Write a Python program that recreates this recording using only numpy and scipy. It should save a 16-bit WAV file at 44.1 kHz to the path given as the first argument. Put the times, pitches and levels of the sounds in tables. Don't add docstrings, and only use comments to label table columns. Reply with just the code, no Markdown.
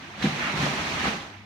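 import sys
import numpy as np
from scipy import signal
from scipy.fft import rfft, irfft, next_fast_len
from scipy.io import wavfile
from scipy.ndimage import uniform_filter1d, map_coordinates

SR = 44100
rng = np.random.default_rng(int(sys.argv[2]) if len(sys.argv) > 2 else 0)


def inscribe(sig):
    pcm = np.round(np.clip(np.atleast_2d(sig).T, -1, 1) * 32767)
    wavfile.write(sys.argv[1], SR, pcm.astype(np.int16))


N = 63945


def amp(db):
    return 10 ** (np.asarray(db) / 20)


def unit(x):
    return x / np.sqrt(np.mean(x ** 2) + 1e-20)


def along(points, hz):
    point_hz, values = np.transpose(points)
    return np.interp(np.log(hz + 1), np.log(point_hz + 1), values)


def clock():
    return np.arange(N) / SR


def curves(rows):
    seconds, *columns = np.transpose(rows)
    return [np.interp(clock(), seconds, column) for column in columns]


def wobble(rate):
    return map_coordinates(rng.standard_normal(N), [clock() * rate], mode="mirror")


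def filtered(x, response):
    size = next_fast_len(N + SR // 2)
    gain = response(np.fft.rfftfreq(size, 1 / SR))
    return irfft(rfft(x, size) * gain, size)[..., :N]


# frequency in Hz, likeness (1 is identical, 0 is unrelated).
ALIKE = [(60, .96), (160, 0.95), (280, 0.9), (500, 0.74), (1000, 0.23), (2000, -0.064), (4000, 0.13),
         (12000, -0.094)]


def spread(pair):
    def shares(hz):
        turn = np.arccos(np.clip(along(ALIKE, hz), -1, 1)) / 2
        return np.array([np.cos(turn), np.sin(turn)])

    mid, side = filtered(pair, shares)
    return np.array([mid + side, mid - side])


def coloured(pair, spectrum):
    return unit(spread(filtered(pair, lambda hz: amp(along(spectrum, hz)))))


def rush(spectrum):
    return coloured(rng.standard_normal((2, N)), spectrum)


PATCH_DB = 1.5


def patchy(pair):
    grid = signal.stft(pair, nperseg=512)[2]
    field = rng.standard_normal(grid.shape[1:])
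    field = uniform_filter1d(field, size=5, axis=0)
    field = uniform_filter1d(field, size=3, axis=1)
    uneven = signal.istft(grid * amp(PATCH_DB * unit(field)), nperseg=512)[1]
    return unit(uneven[:, :N])


# frequency in Hz, time in seconds to fall by 60 dB.
ROOM = [(100, 0.4), (500, 0.16), (3000, 0.46), (12000, 0.16)]


def room(x):
    hz, seconds, noise = signal.stft(rng.standard_normal((2, N)), SR, nperseg=256)
    fade = amp(-60 * seconds / along(ROOM, hz)[:, None])
    tail = spread(signal.istft(noise * fade, SR, nperseg=256)[1][:, :N])
    tail = tail / np.linalg.norm(tail[0])
    late = np.pad(x, (SR // 200, 0))
    return signal.fftconvolve(late[None], tail, axes=1)[:, :N]


def ring(start, hz, attack, t60):
    age = np.maximum(clock() - start, 0)
    rise = 1 - np.exp(-(age / attack) ** 2)
    return -np.sin(2 * np.pi * hz * age) * amp(-60 * age / t60) * rise


# time in seconds, strength in relative dB.
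STIR = [(0.0, -51), (0.168, -51), (0.222, -42.5), (0.226, -37), (0.326, -41.5), (0.44, -39.5),
        (0.548, -41.5), (0.576, -37.5), (0.612, -36.5), (0.626, -34.5), (0.706, -38.5), (0.988, -39),
        (1.074, -36.5), (1.336, -54.5), (1.45, -60)]
# frequency in Hz, relative level in dB per Hz.
BEADS = [(30, -37), (180, -8.5), (330, -3), (490, -9.5), (680, -5), (1250, -4), (1430, -6.5), (1650, -4),
         (2400, -5.5), (3300, -10.5), (4250, -11), (4900, -17), (6150, -17.5), (7400, -25.5), (9000, -30.5),
         (12000, -39), (15700, -42)]
# frequency in Hz, relative level in dB per Hz.
CRUNCH = [(200, -14), (500, -8), (800, 2.5), (1300, -9), (2500, -13), (8000, -50)]
# frequency in Hz, relative level in dB per Hz.
HEAVE = [(25, -52), (40, -27), (55, -10.5), (76, -5), (98, -11), (125, -7.5), (152, 0), (180, -3), (210, 0),
         (255, -8.5), (320, -14.5), (500, -30), (1200, -47.5)]
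BEAD_DB, CRUNCH_DB = 9, -5
BEADS_PER_S, BEAD_SCATTER_DB = 14000, 1.5
FLUTTER_DB, FLUTTERS_PER_S = 0.03, 150
HARD_DB = -40.5
BRIGHTENS, BRIGHT_HZ = 0.27, 4970
HEAVE_GROWS = 1.06
CRUNCH_LAG_S = 0.065


def filling():
    stir_db, = curves(STIR)
    slips = rng.random((2, N)) < BEADS_PER_S / SR
    signs = rng.choice([-1, 1], (2, N))
    tick_db = BEAD_SCATTER_DB * np.minimum(rng.exponential(size=(2, N)), 5)
    beads = patchy(coloured(slips * signs * amp(tick_db), BEADS))

    treble = filtered(beads, lambda hz: hz ** 2 / (hz ** 2 + BRIGHT_HZ ** 2))
    beads = beads + treble * (amp(BRIGHTENS * (stir_db - HARD_DB)) - 1)
    rustle = beads * amp(stir_db + BEAD_DB + FLUTTER_DB * wobble(FLUTTERS_PER_S))

    late_stir_db = np.interp(clock() - CRUNCH_LAG_S, clock(), stir_db)
    crunch = patchy(rush(CRUNCH)) * amp(CRUNCH_DB + late_stir_db)
    heave = rush(HEAVE) * amp(HARD_DB + HEAVE_GROWS * (stir_db - HARD_DB))
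    return rustle + crunch + heave


# frequency in Hz, relative level in dB per Hz.
AIR = [(25, -31), (50, -23), (75, -7), (100, 9), (125, -20), (210, -0.5), (320, -14), (800, -45),
       (2000, -16), (6000, -52), (15000, -45)]
AIR_DB = -52


def air():
    return amp(AIR_DB) * rush(AIR)


# time in seconds, threads a second before jitter, level in dB.
CLAW = [(.208, 800, -72), (.217, 1300, -43), (.2245, 2400, -33), (.2285, 4100, -30), (.237, 3800, -55),
        (.25, 2900, -74)]
CLAW_JITTER, CLAW_ROOM_DB = 0.055, 4.5


def claw():
    rate, db = curves(CLAW)
    rough_rate = rate * (1 + CLAW_JITTER * wobble(1500))
    zip_sound = amp(db) * np.sin(2 * np.pi * np.cumsum(rough_rate) / SR)
    zip_sound = zip_sound * (clock() > CLAW[0][0]) * (clock() < CLAW[-1][0])
    return zip_sound + amp(CLAW_ROOM_DB) * room(zip_sound)


# start in seconds, strength in relative dB, attack in seconds,
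# dullness in dB lost per octave going up, factor on the bag's ringing times.
PAWS = [(0.2384, -14, 0.0059, 2, 1), (0.2567, -25, 0.0027, 6, 0.93), (0.313, -24, 0.01, 4, 0.56),
        (0.401, -35, 0.0081, 12, 1), (0.54, -29.5, 0.0023, 22, 0.84), (0.59, -31.5, .006, 37, 0.81),
        (0.625, -16, 0.0067, 12, 0.68), (0.6666, -30, 0.0066, 23, 0.86), (.733, -32, 0.0028, 11, 0.63),
        (1.062, -25.5, 0.0083, -3, 0.9)]
# frequency in Hz, relative level in dB,
# time in seconds to fall by 60 dB before the paw's factor.
BAG = [(149.7, -3.5, 0.19), (204.7, 5.5, 0.11), (240, 2, 0.16), (351.4, -8, 0.12), (487.2, -11.5, 0.14),
       (784, -14, 0.25)]
# start in seconds, level in dB before the soft start.
SAGS = [(.245, -34), (.43, -43), (0.564, -32), (0.778, -33), (0.984, -39), (1.052, -40)]
PAW_ROOM_DB, PAW_LOW_HZ = -11, 105
SAG_HZ, SAG_ATTACK_S, SAG_T60_S = 75.8, 0.014, 0.24


def paws():
    thuds = np.zeros(N)
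    for start, db, attack, dull, decay in PAWS:
        for hz, level, t60 in BAG:
            octaves_up = np.log2(hz / BAG[1][0])
            thuds += amp(db + level - dull * octaves_up) * ring(start, hz, attack, t60 * decay)
    thuds = filtered(thuds, lambda hz: 1 - np.exp(-(hz / PAW_LOW_HZ) ** 4))
    sags = sum(amp(db) * ring(start, SAG_HZ, SAG_ATTACK_S, SAG_T60_S) for start, db in SAGS)
    return thuds + amp(PAW_ROOM_DB) * room(thuds) + sags


# time of the peak in seconds, rise in seconds, fall in seconds, level in dB.
SLIDES = [(.445, 0.038, 0.068, -28.5), (.79, 0.016, .03, -35.5), (1.065, 0.059, 0.034, -31),
          (1.34, 0.013, 0.017, -49.5)]
# frequency in Hz, relative level in dB per Hz.
CLOTH = [(30, -55), (200, -30), (700, -11), (1300, -0.5), (2300, 1.5), (3200, -9.5), (5000, -38),
         (15000, -65.5)]


def slides():
    t = clock()
    swell = np.zeros(N)
    for peak, rise, fall, db in SLIDES:
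        width = np.where(t < peak, rise, fall)
        swell += amp(db) * np.exp(-0.5 * ((t - peak) / width) ** 2)
    return swell * patchy(rush(CLOTH))


# start in seconds, strength of the scuff in dB.
FOLDS = [(0.61, -37.5), (0.665, -27), (1.006, -37), (1.055, -30.5), (1.134, -34.5)]
# frequency in Hz, relative level in dB per Hz.
FOLD = [(30, -50), (150, -23), (400, -1.5), (850, 6.5), (1600, -5), (3000, -18), (7000, -39), (12000, -55)]
SCUFF_T60_S, SNAP_T60_S = 0.1, 0.0075
SNAP_DB = 7.5


def folds():
    t = clock()
    strength = np.zeros(N)
    for start, db in FOLDS:
        age = np.abs(t - start)
        scuff = amp(-60 * age / SCUFF_T60_S)
        snap = amp(SNAP_DB - 60 * age / SNAP_T60_S)
        strength += (t > start) * amp(db) * (scuff + snap)
    bursts = rng.standard_normal((2, N)) * strength
    return np.std(bursts) * coloured(bursts, FOLD)


# frequency in Hz, left over right in dB.
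LEAN = [(60, -2.5), (99, 2.5), (160, 0.5), (270, -2), (450, -0.5), (740, -1), (1220, 0), (2010, -3.5),
        (3330, -6.5), (5500, 6.5), (9080, 5), (15000, 2.5)]


def scene():
    sound = filling() + air() + claw() + paws() + slides() + folds()
    return filtered(sound, lambda hz: amp(np.outer([0.5, -0.5], along(LEAN, hz))))


TOP_HZ = 15780


def record(dry):
    return filtered(dry, lambda hz: hz < TOP_HZ)


dry = scene()
out = record(dry)
inscribe(out)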